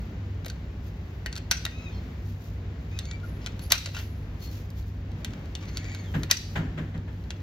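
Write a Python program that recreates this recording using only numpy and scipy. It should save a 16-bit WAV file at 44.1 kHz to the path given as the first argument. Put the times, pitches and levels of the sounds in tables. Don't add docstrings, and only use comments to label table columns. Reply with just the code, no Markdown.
import sys
import numpy as np
from scipy import signal
from scipy.fft import rfft, irfft, next_fast_len
from scipy.io import wavfile
from scipy.ndimage import uniform_filter1d, map_coordinates

SR = 44100
rng = np.random.default_rng(int(sys.argv[2]) if len(sys.argv) > 2 else 0)


def waveform_to_disk(signal):
    frames = np.transpose(np.atleast_2d(signal))
    scaled = np.clip(frames, -1, 1) * 32767
    samples = np.round(scaled).astype(np.int16)
    wavfile.write(sys.argv[1], SR, samples)


N = 327222


def amp(db):
    return 10 ** (np.asarray(db) / 20)


def unit(x):
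    return x / np.sqrt(np.mean(x ** 2) + 1e-20)


def along(points, hz):
    f, v = np.transpose(points)
    return np.interp(np.log(hz + 1), np.log(f + 1), v)


def clock():
    return np.arange(N) / SR


def wobble(rate):
    knots = rng.standard_normal(int(N * rate / SR) + 4)
    return map_coordinates(knots, [clock() * rate])


def filtered(x, response):
    n = x.shape[-1]
    m = next_fast_len(n + 8192)
    return irfft(rfft(x, m) * response(np.fft.rfftfreq(m, 1 / SR)), m)[..., :n]


def causal(gain):
    cepstrum = irfft(np.log(np.maximum(gain, 1e-6)))
    half = len(cepstrum) // 2
    cepstrum[1:half] *= 2
    cepstrum[half + 1:] = 0
    return irfft(np.exp(rfft(cepstrum)))


def add(track, s, sound):
    part = track[..., max(round(s * SR), 0):][..., :sound.shape[-1]]
    part += sound[..., :part.shape[-1]]


def bump(hz, centre_hz, width_hz):
    return 1 / (1 + (2 * (hz - centre_hz) / width_hz) ** 2)


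# frequency_hz, left_right_correlation (-1 to 1)
ALIKE = [(60, 1), (130, 1), (290, 0.97), (640, 0.48), (1400, 0.14), (3000, -0.13), (4500, 0.45), (7000, 0),
         (8200, -1), (9500, -1), (11300, -0.47), (13000, 1)]


def diffuse(spectrum, size=N):
    def mid_and_side(hz):
        angle = np.arccos(np.clip(along(ALIKE, hz), -1, 1)) / 2
        return amp(along(spectrum, hz)) * [np.cos(angle), np.sin(angle)]

    mid, side = filtered(rng.standard_normal((2, size)), mid_and_side)
    return unit(np.array([mid + side, mid - side]))


# frequency_hz, width_hz, level_db (rms)
HUM = [(50.2, 1.8, -49.5), (58.46, 1.7, -46.5), (66.8, 6, -43), (96.56, 1.5, -39.5), (139.7, 3.6, -53),
       (154.8, 6, -49), (241.3, 10, -59.5)]
# frequency_hz, relative_density_db (per Hz)
AIR = [(22, -40.5), (45, -2.5), (100, 0), (160, -9.5), (250, -15), (400, -21.5), (600, -27), (1200, -33.5),
       (2000, -33.5), (3000, -39), (7000, -51), (8800, -63.5), (12000, -63), (16000, -61)]


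def ventilation(air_db=-39, drift_db=1.16):
    t, hum = clock(), np.zeros(N)
    for f, width, db in HUM:
        sway = wobble(2 * width) + 1j * wobble(2 * width)
        steadied = sway / np.sqrt(np.abs(sway) ** 2 + .5)
        hum += amp(db) * unit(np.real(steadied * np.exp(2j * np.pi * f * t)))
    # (Hz, dB)
    duct_bass = [(70, 2.0), (110, -2.0), (128, -6), (170, 3)]
    air = filtered(diffuse(AIR), lambda hz: amp(along(duct_bass, hz)))
    return hum + air * amp(air_db + drift_db * wobble(3.415))


# frequency_hz, relative_density_db (per Hz)
SKIN = [(1000, -13.5), (2500, 5), (4500, 5), (6800, 4), (9000, -13.5), (11500, 2.5), (15500, -3),
        (17000, -21)]
# middle_s, length_s, relative_level_db
RUBS = [(0.87, 0.046, -65), (2.306, 0.08, -68), (2.446, 0.073, -66.5), (3.27, 0.052, -68),
        (3.638, 0.062, -60.5), (4.002, 0.084, -55.5), (4.443, 0.041, -54.5), (4.558, 0.087, -62),
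        (4.793, 0.044, -63), (4.886, 0.027, -69.5), (5.201, 0.034, -73), (6.181, 0.11, -62.5),
        (6.556, .07, -64)]
FIDGET_DB, FIDGET_SWING_DB, FIDGETS_PER_S = -72, 5, 6.3


def hands(slide_lift_db=5, grain_db=2):
    t = clock()
    slides = sum(amp(db + slide_lift_db) * np.exp(-2 * ((t - s) / length) ** 2) for s, length, db in RUBS)
    fidget = amp(FIDGET_DB + FIDGET_SWING_DB * wobble(FIDGETS_PER_S))
    hiss = unit(diffuse(SKIN) * amp(grain_db * wobble(200)))
    return (slides + fidget) * hiss


CONTACT_MS = 0.76


def chatter(size=2048):
    u = np.arange(size) / SR / (CONTACT_MS / 1000)
    z = rfft(rng.standard_normal(size) * u * np.exp(-u))
    smooth_power = np.abs(uniform_filter1d(np.abs(z) ** 2, size=41))
    even = irfft(z / np.sqrt(smooth_power + 1e-12))
    return even[:size // 2]


# frequency_hz, relative_level_db, t60_s
STEEL = [(1450, 0, .1), (2010, 1, .1), (2610, 7.5, 0.16), (2760, 6, .18), (2950, 2.5, 0.11), (3310, 0, .18),
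         (3700, -5, 0.19), (4100, -2.5, .25), (4560, -6.5, .25), (4790, -6.5, .27), (5760, -2, .25),
         (12740, -17, .15)]
# frequency_hz, relative_density_db (per Hz)
CRACK = [(300, -26), (550, -6.5), (1050, -8.5), (1400, -5), (1800, -5), (2600, -5), (3200, -9.5),
         (3800, -6.5), (4600, -7.5), (5300, -10.5), (5850, -6), (7000, -8.5), (8200, -6.5), (9500, -10.5),
         (11300, -7.5), (13000, -10.5), (15500, -10.5), (17000, -26.5)]
RING_DB, RING_WIDTH_HZ, KNOCK_WIDTH_HZ = 7, 1080, 244
DETUNE = .005
LOOSE_HZ = 45


def strike(knock_db, treble_db, rings_hz, knock_hz, hollow_db, light_db=0,
           crack_db=27, steel_db=-41, coupling=0.31):
    t, hz = np.arange(SR // 3) / SR, np.fft.rfftfreq(2048, 1 / SR)
    low_tilt = knock_db * along([(2200, 0.9), (3400, 0.024)], hz)
    high_tilt = treble_db * along([(7500, 0.011), (11000, 1.0)], hz)
    case = RING_DB * sum(bump(hz, f, RING_WIDTH_HZ) for f in rings_hz)
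    case = case + hollow_db * bump(hz, knock_hz, KNOCK_WIDTH_HZ)
    colour = amp(along(CRACK, hz) + low_tilt + high_tilt + case)
    crack = signal.fftconvolve(chatter(), causal(colour))

    smear = np.cumsum(rng.standard_normal(len(t))) * np.sqrt(LOOSE_HZ / (2 * np.pi * SR))
    shell = np.zeros(len(t))
    for f, level, t60 in STEEL:
        mode_db = level + coupling * np.interp(f, hz, case) + rng.normal(0, 2.4)
        pitch = f * (1 + DETUNE * rng.standard_normal())
        wave = np.sin(2 * np.pi * (pitch * t + smear + rng.random()))
        shell += amp(mode_db - 60 * t / t60) * wave
    sound = amp(steel_db + light_db) * shell * (1 - np.exp(-t / 0.0038))
    add(sound, 0, amp(crack_db) * crack)
    return sound


LIGHT_STEEL_DB = 2.5


def jostle(level_db=-51, spread_db=2, knock_db=-3, treble_db=-12, ring_hz=4000, knock_hz=1950,
           hollow_db=8, count=14):
    blows = np.zeros(N)
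    blows[rng.integers(N, size=count)] = amp(level_db + spread_db * rng.standard_normal(count))
    tap = strike(knock_db, treble_db, [ring_hz], knock_hz, hollow_db, LIGHT_STEEL_DB)
    return signal.fftconvolve(blows, tap)[:N]


# start_s, relative_level_db, knock_tilt_db, treble_tilt_db, ring_pitch_hz,
# knock_pitch_hz, hollowness_db
TICKS = [(0.4464, -37, 1, -18, 3950, 700, 6), (0.4595, -37.5, -2.5, 3, 4000, 1490, 13),
         (0.4627, -35, 5.5, -3, 4000, 555, 16.5), (0.4821, -34, -14, -10, 4600, 1900, 5),
         (0.4996, -29.5, -11, -15, 4300, 1500, 12), (1.2607, -27, 3, -10, 4350, 1874, 18),
         (1.267, -36, 0, -10, 2900, 2920, 12), (1.3272, -29, -7.5, -21, 4370, 1510, 9),
         (1.3548, -32.5, -9, -13, 4300, 1800, 5), (1.363, -29, -6, -17, 4300, 1390, 5),
         (1.3744, -33, -3.5, -11.5, 4500, 1400, 5), (1.379, -31, -9, -11.5, 4520, 1800, 5),
         (1.5145, -13.5, -4.5, -7, 4400, 1510, 13), (1.5182, -21, -4.5, -10.5, 5900, 2550, 12),
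         (1.5208, -21, 0.5, -11.5, 3000, 1900, 5), (1.6518, -20, -2.5, -7.5, 3720, 3730, 6),
         (1.6635, -32.5, 8, -13, 3900, 1870, 10), (2.9893, -23, -16, -13.5, 3850, 1900, 13),
         (3.054, -36, -8, -18, 4290, 2000, 4.5), (3.112, -30, -6.5, -32, 3770, 1900, 11),
         (3.462, -23.5, -6.5, -15.5, 3390, 1600, 0), (3.47, -29.5, -0.5, -23, 3680, 1810, 5),
         (3.593, -37.5, -2.5, -10, 3970, 960, 12), (3.7027, -28, -23, -11, 5850, 1900, 2),
         (3.7192, -11.5, -4.5, -0.5, 5730, 2010, 11), (3.7283, -22, -2.5, -6, 4240, 1400, 11.5),
         (3.753, -23, -2, -10, 4400, 2670, 8), (3.859, -23, -7.5, -21.5, 4900, 2700, 6.5),
         (3.8606, -27, 0.5, -16, 4840, 1160, -5), (3.873, -38.5, 4.5, -25, 3700, 560, 16.5),
         (3.888, -40.5, 3.5, -24, 2700, 570, 22), (3.9474, -32, 1, -21, 2730, 2500, 7),
         (3.955, -38, -2, -27, 2900, 2760, 10), (3.9661, -32, 2, -26, 3000, 1500, 12),
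         (3.971, -37.5, -1.5, -25, 2900, 3050, 15), (3.99, -33.5, -6.5, -18, 3800, 3500, 8),
         (4.7031, -44.5, -12, 0.5, 5000, 2000, 2), (5.2465, -23, -9.5, -9.5, 3080, 1970, 7),
         (5.335, -40, 1, -34, 3020, 1500, 6), (5.552, -25.5, -9.5, -20.5, 3450, 2850, 9.5),
         (5.7713, -22, -11.5, -15.5, 4500, 2180, 3), (5.948, -33, 0.5, -12.5, 4200, 2100, 7),
         (6.2333, -26.5, -1, -10, 4100, 1900, 2), (6.3081, -30.5, -1, -9, 3900, 1900, 7),
         (7.305, -27, -2, -22, 3370, 1800, 3)]
REBOUND_S, REBOUND_DB = 0.0043, -10.5


def ticks(scatter=0.21):
    track = np.zeros(N)
    for s, db, knock_db, treble_db, ring_hz, knock_hz, hollow_db in TICKS:
        rebound_s = REBOUND_S * np.exp(scatter * rng.standard_normal())
        for delay, loss_db in [(0, 0), (rebound_s, REBOUND_DB)]:
            tap = strike(knock_db, treble_db, [ring_hz], knock_hz, hollow_db, LIGHT_STEEL_DB)
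            add(track, s + delay, amp(db + loss_db) * tap)
    return track


# start_s, length_s, level_db
DRAGS = [(2.96, 0.08, -58.5), (3.407, 0.06, -56), (3.613, 0.04, -58.5), (3.723, .035, -34),
         (3.939, 0.09, -46), (5.605, .04, -53.5), (5.675, 0.028, -47)]
GRIND_AFTER = 1


def scrapes(grain_db=3.0, catch_db=3.5):
    t = clock()
    around_snaps = [(s - lead, lead * (1 + GRIND_AFTER), db) for s, *_, lead, db in SNAPS]
    strokes = around_snaps + DRAGS
    push = sum(amp(db) * np.exp(-(2 * (t - s) / length - 1) ** 4) for s, length, db in strokes)
    grit = rng.standard_normal(N) * amp(grain_db * wobble(900) + catch_db * wobble(120))
    colour = [(300, -16.5), (700, -4.0), (2200, -0.5), (6000, -5.5), (10000, -26.0)]  # (Hz, dB)
    return push * unit(filtered(grit, lambda hz: amp(along(colour, hz))))


SING_WIDTH_HZ, SING_T60 = 340, .19


def singing(centre_hz):
    t = np.arange(SR // 2) / SR
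    modes = filtered(rng.standard_normal(len(t)), lambda hz: bump(hz, centre_hz, SING_WIDTH_HZ))
    return unit(modes) * amp(-60 * t / SING_T60) * (1 - np.exp(-t / 0.0008))


# start_s, relative_level_db, knock_tilt_db, treble_tilt_db,
# ring_pitch_hz, upper_ring_pitch_hz, knock_pitch_hz, hollowness_db, singing_level_db,
# grinding_before_s, grinding_level_db
SNAPS = [(1.512, -11.5, -9.5, -7, 4750, 5860, 1460, 13, -30.5, 0.0061, -38),
         (3.721, -5.5, -7, -2.5, 4130, 5700, 866, 4.5, -43, 0.017, -32),
         (6.3117, -5, -13.5, -6, 4700, 5820, 1910, 10, -37.5, 0.011, -33.5)]
SETTLE_S, SETTLE_DB, SETTLE_FADE_DB = .038, -18.5, -14


def snaps(stack_ring_hz=2500, stack_knock_hz=1450, stack_knock_db=-4, stack_treble_db=-16,
          stack_hollow_db=9, count=6):
    track = np.zeros(N)
    for s, db, knock_db, treble_db, ring_hz, upper_hz, knock_hz, hollow_db, sing_db, *_ in SNAPS:
        add(track, s, amp(sing_db) * singing(upper_hz))
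        blow = strike(knock_db, treble_db, [ring_hz, upper_hz], knock_hz, hollow_db)
        add(track, s, amp(db) * blow)
        for k in range(count):
            u = (k + .5 + rng.random()) / count
            ring, knock = np.exp(0.15 * rng.standard_normal(2)) * [stack_ring_hz, stack_knock_hz]
            clink = strike(stack_knock_db, stack_treble_db, [ring], knock, stack_hollow_db, LIGHT_STEEL_DB)
            add(track, s + SETTLE_S * u, amp(db + SETTLE_DB + SETTLE_FADE_DB * u) * clink)
    return track


# frequency_hz, gain_db
LIPS = [(1200, -9.5), (1900, -1), (2400, -4), (3900, -3), (4600, -4.5), (5300, -8), (6800, -1.5),
        (8500, -19), (11000, -30)]
# start_s, end_s, first_pitch_hz, middle_pitch_hz, last_pitch_hz,
# relative_level_db, slope_db (per overtone), favoured_hz, roughness (0-1)
SQUEAKS = [(1.695, 1.955, 1205, 1289, 1167, -54.5, -2, 2600, .33),
           (1.915, 1.998, 1113, 1055, 1025, -62, 1, 4000, 0.65),
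           (2.91, 2.998, 1230, 1257, 1357, -57, -2, 2500, 0.49),
           (3.02, 3.098, 2160, 2185, 2250, -55.5, 0, 4400, 0.28),
           (3.081, 3.165, 2238, 2310, 2344, -53.5, -1.5, 2300, .32),
           (3.232, 3.25, 1492, 1480, 1430, -56, -13, 1480, .5),
           (3.425, 3.462, 5080, 5060, 4990, -61, -3, 5050, .15),
           (3.605, 3.66, 4250, 4440, 4560, -58.5, -3.5, 4400, .6),
           (4.416, 4.494, 4330, 4360, 4290, -50.5, -1, 4370, 0.068),
           (5.618, 5.664, 1127, 1110, 1030, -55, -8, 1100, .8),
           (5.66, 6.07, 2080, 2285, 2020, -55.5, .5, 2300, 0.54),
           (5.71, 6.091, 1902, 1848, 1680, -62, -4.5, 1900, 0.98),
           (6.04, 6.112, 3470, 3330, 3160, -61.5, -7, 3300, 0.46)]
FAVOUR_DB, FAVOUR_WIDTH_HZ = 6.5, 1700
SQUEAK_SWELL = 0.41


def squeaks(flutter_db=2, catch_db=3.5):
    track, t = np.zeros(N), clock()
    noise = rng.standard_normal(N) * amp(5 * wobble(300))
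    grit = unit(filtered(noise, lambda hz: amp(along(LIPS, hz)) * (hz > 900)))
    slip = .04 * wobble(700) + .052 * wobble(46)
    for start, end, first_hz, middle_hz, last_hz, db, slope_db, favoured_hz, rough in SQUEAKS:
        on = (t > start) & (t < end)
        u = 2 * (t[on] - start) / (end - start) - 1
        bend = (first_hz + last_hz) / 2 - middle_hz
        pitch = middle_hz + u * (last_hz - first_hz) / 2 + u * u * bend
        phase = 2 * np.pi * np.cumsum(pitch * (1 + rough * slip[on])) / SR
        tone = 0
        for k in range(1, 6):
            lip_db = along(LIPS, k * pitch) + FAVOUR_DB * bump(k * pitch, favoured_hz, FAVOUR_WIDTH_HZ)
            overtone_db = lip_db + slope_db * (k - 1.5) + flutter_db * wobble(55)[on]
            tone = tone + amp(overtone_db) * np.sin(k * phase)
        speed = np.abs(1 - u * u)
        level = amp(db + catch_db * rough * wobble(70)[on]) * speed ** SQUEAK_SWELL
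        track[on] += level * (tone + rough * grit[on])
    return track


# start_s, length_s, level_db
SQUEALS = [(3.226, 0.29, -65.5), (3.618, 0.099, -50), (3.97, 0.39, -67)]
SQUEAL_HZ, SQUEAL_WIDTH_HZ = 11200, 170


def squeals(peak_at=.2):
    t, level = clock(), np.zeros(N)
    for s, length, db in SQUEALS:
        u = np.maximum(t - s, 0) / (length * peak_at)
        level += amp(db) * u * np.exp(1 - u)
    sway = wobble(2 * SQUEAL_WIDTH_HZ) + 1j * wobble(2 * SQUEAL_WIDTH_HZ)
    return level * unit(np.real(sway * np.exp(2j * np.pi * SQUEAL_HZ * t)))


# start_s, relative_boom_db, relative_rattle_db
BANGS = [(6.138, -27, -36), (6.554, -27, -32), (6.774, -32.5, -39.5), (6.94, -36, -48),
         (7.074, -41.5, -51.5)]
# frequency_hz, relative_density_db (per Hz)
BOOM = [(40, -10.5), (90, -15), (120, -9), (155, 2.5), (200, -4), (260, -4), (350, -14), (600, -25),
        (1500, -66)]
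# frequency_hz, relative_density_db (per Hz)
RATTLE = [(150, -21), (350, -0.5), (600, 4), (1200, -0.5), (1750, 5.5), (2400, -5), (3100, -4), (5000, -22),
          (7500, -20.5), (10000, -39.5)]
BOOM_ECHO_S, BOOM_ECHO_DB = 0.074, -8
WALL_HZ, WALL_DB = 153, -3.5


def bangs(swell=0.033, boom_t60=1.2, boom_tail_db=-7.0, rattle_rise=0.0056, rattle_t60=0.15,
          rattle_db=7, rattle_tail_db=-5, rattle_tail_t60=0.58, lumpy_db=0.4):
    boom_power, rattle_power = np.zeros(N), np.zeros(N)

    def surge(t):
        return (np.maximum(t, 0) / swell) ** 2 * np.exp(1 - (t / swell) ** 2)

    for s, low_db, high_db in BANGS:
        t = np.maximum(clock() - s, 0)
        tail = (1 - np.exp(-t / swell)) * amp(boom_tail_db - 60 * t / boom_t60) ** 2
        rollback = amp(BOOM_ECHO_DB) ** 2 * surge(t - BOOM_ECHO_S)
        boom_power += amp(low_db) ** 2 * (surge(t) + rollback + tail)
        fade = amp(rattle_db - 60 * t / rattle_t60) ** 2
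        fade += amp(rattle_tail_db - 60 * t / rattle_tail_t60) ** 2
        rattle_power += (amp(high_db) * (1 - np.exp(-t / rattle_rise))) ** 2 * fade
    note = unit(np.sin(2 * np.pi * WALL_HZ * clock() + .9 * wobble(35)))
    boom = np.sqrt(boom_power) * unit(diffuse(BOOM) + amp(WALL_DB) * note)
    rattle = np.sqrt(rattle_power) * unit(amp(lumpy_db * wobble(110)) * diffuse(RATTLE))
    return boom + rattle


# frequency_hz, t60_s
ROOM = [(300, 0.15), (1500, 0.41), (4500, 0.55), (7000, 0.47), (13000, 0.48)]
# frequency_hz, reflected_level_db
WALLS = [(300, -3), (1000, 4), (2500, 7.5), (4500, 0), (6500, -3.5), (12000, -4), (16000, -14.5)]
ECHO_S = .057


def room(x, early_db=-5, early_t60=0.089, late_db=-11, gap=0.00083, echo_db=-22):
    f, t, z = signal.stft(diffuse(WALLS, size=SR * 3 // 4), SR, nperseg=256)
    late = signal.istft(z * amp(-60 * t / along(ROOM, f)[:, None]), SR, nperseg=256)[1]
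    t = np.arange(late.shape[1]) / SR
    early = diffuse(WALLS, size=len(t)) * amp(-60 * t / early_t60)
    echo_colour = [(2000, -4), (5300, -5), (5850, 5), (6400, -6), (12000, -12)]  # (Hz, dB)
    echo_fade = amp(-60 * np.abs(t - ECHO_S) / .035) * (t > ECHO_S)
    echo = diffuse(echo_colour, size=len(t)) * echo_fade * amp(2 * wobble(700)[:len(t)])
    parts = [(early_db, early), (echo_db, echo), (late_db, late)]
    answer = sum(amp(db) * part / np.linalg.norm(part[0]) for db, part in parts)
    onset = 1 - np.exp(-(t / gap) ** 2)
    return signal.fftconvolve(x[None], answer * onset, axes=1)[:, :N]


# frequency_hz, left_lead_rad
PORTS = [(0, 1.5), (1380, 1.02), (2580, -3), (2840, -8), (3360, -6.5), (5510, -5), (6800, -4.5), (7750, -3),
         (10200, -3), (11500, -1.1), (14000, 1), (16200, 3)]


def at_ports(x):
    return filtered(x, lambda hz: np.exp(.5j * along(PORTS, hz) * np.array([[1], [-1]])))


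def scene(snap_room_db=-0.5, tick_room_db=-5.5, sliding_room_db=-3, count=3):
    background = ventilation() + hands()
    tick = jostle() + ticks()
    sliding = scrapes() + squeaks() + squeals()
    direct = at_ports(snaps() + tick + sliding)
    thrown = amp(snap_room_db) * sum(room(snaps()) for _ in range(count)) / np.sqrt(count)
    spilled = room(amp(tick_room_db) * tick + amp(sliding_room_db) * sliding)
    return background + direct + thrown + spilled + bangs()


DUCK_ABOVE_DB, DUCK_SHARE = -24, 0.33
RECOVER_DB_PER_S = 22


def gain_control(x, size=256):
    power = np.abs(uniform_filter1d(np.mean(x ** 2, axis=0), size))
    excess_db = np.maximum(10 * np.log10(power + 1e-12) - DUCK_ABOVE_DB, 0)
    ramp = RECOVER_DB_PER_S * clock()
    cut_db = np.maximum.accumulate(DUCK_SHARE * excess_db + ramp) - ramp
    delayed_cut_db = np.pad(uniform_filter1d(cut_db, size), (size, 0))[:N]
    return x * amp(-delayed_cut_db)


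# frequency_hz, left_over_right_db
LEFT_DB = [(150, 0), (380, 1.1), (1200, 2.5), (2400, 3), (4500, 0), (12000, -0.5)]
TOP_HZ = 16600


def record(dry):
    balanced = filtered(dry, lambda hz: amp(along(LEFT_DB, hz) * np.array([[.5], [-.5]])))
    heard = gain_control(balanced)
    rounded = heard / (1 + np.abs(heard / .85) ** 6) ** (1 / 6)
    return filtered(rounded, lambda hz: hz < TOP_HZ)


dry = scene()
out = record(dry)
waveform_to_disk(out)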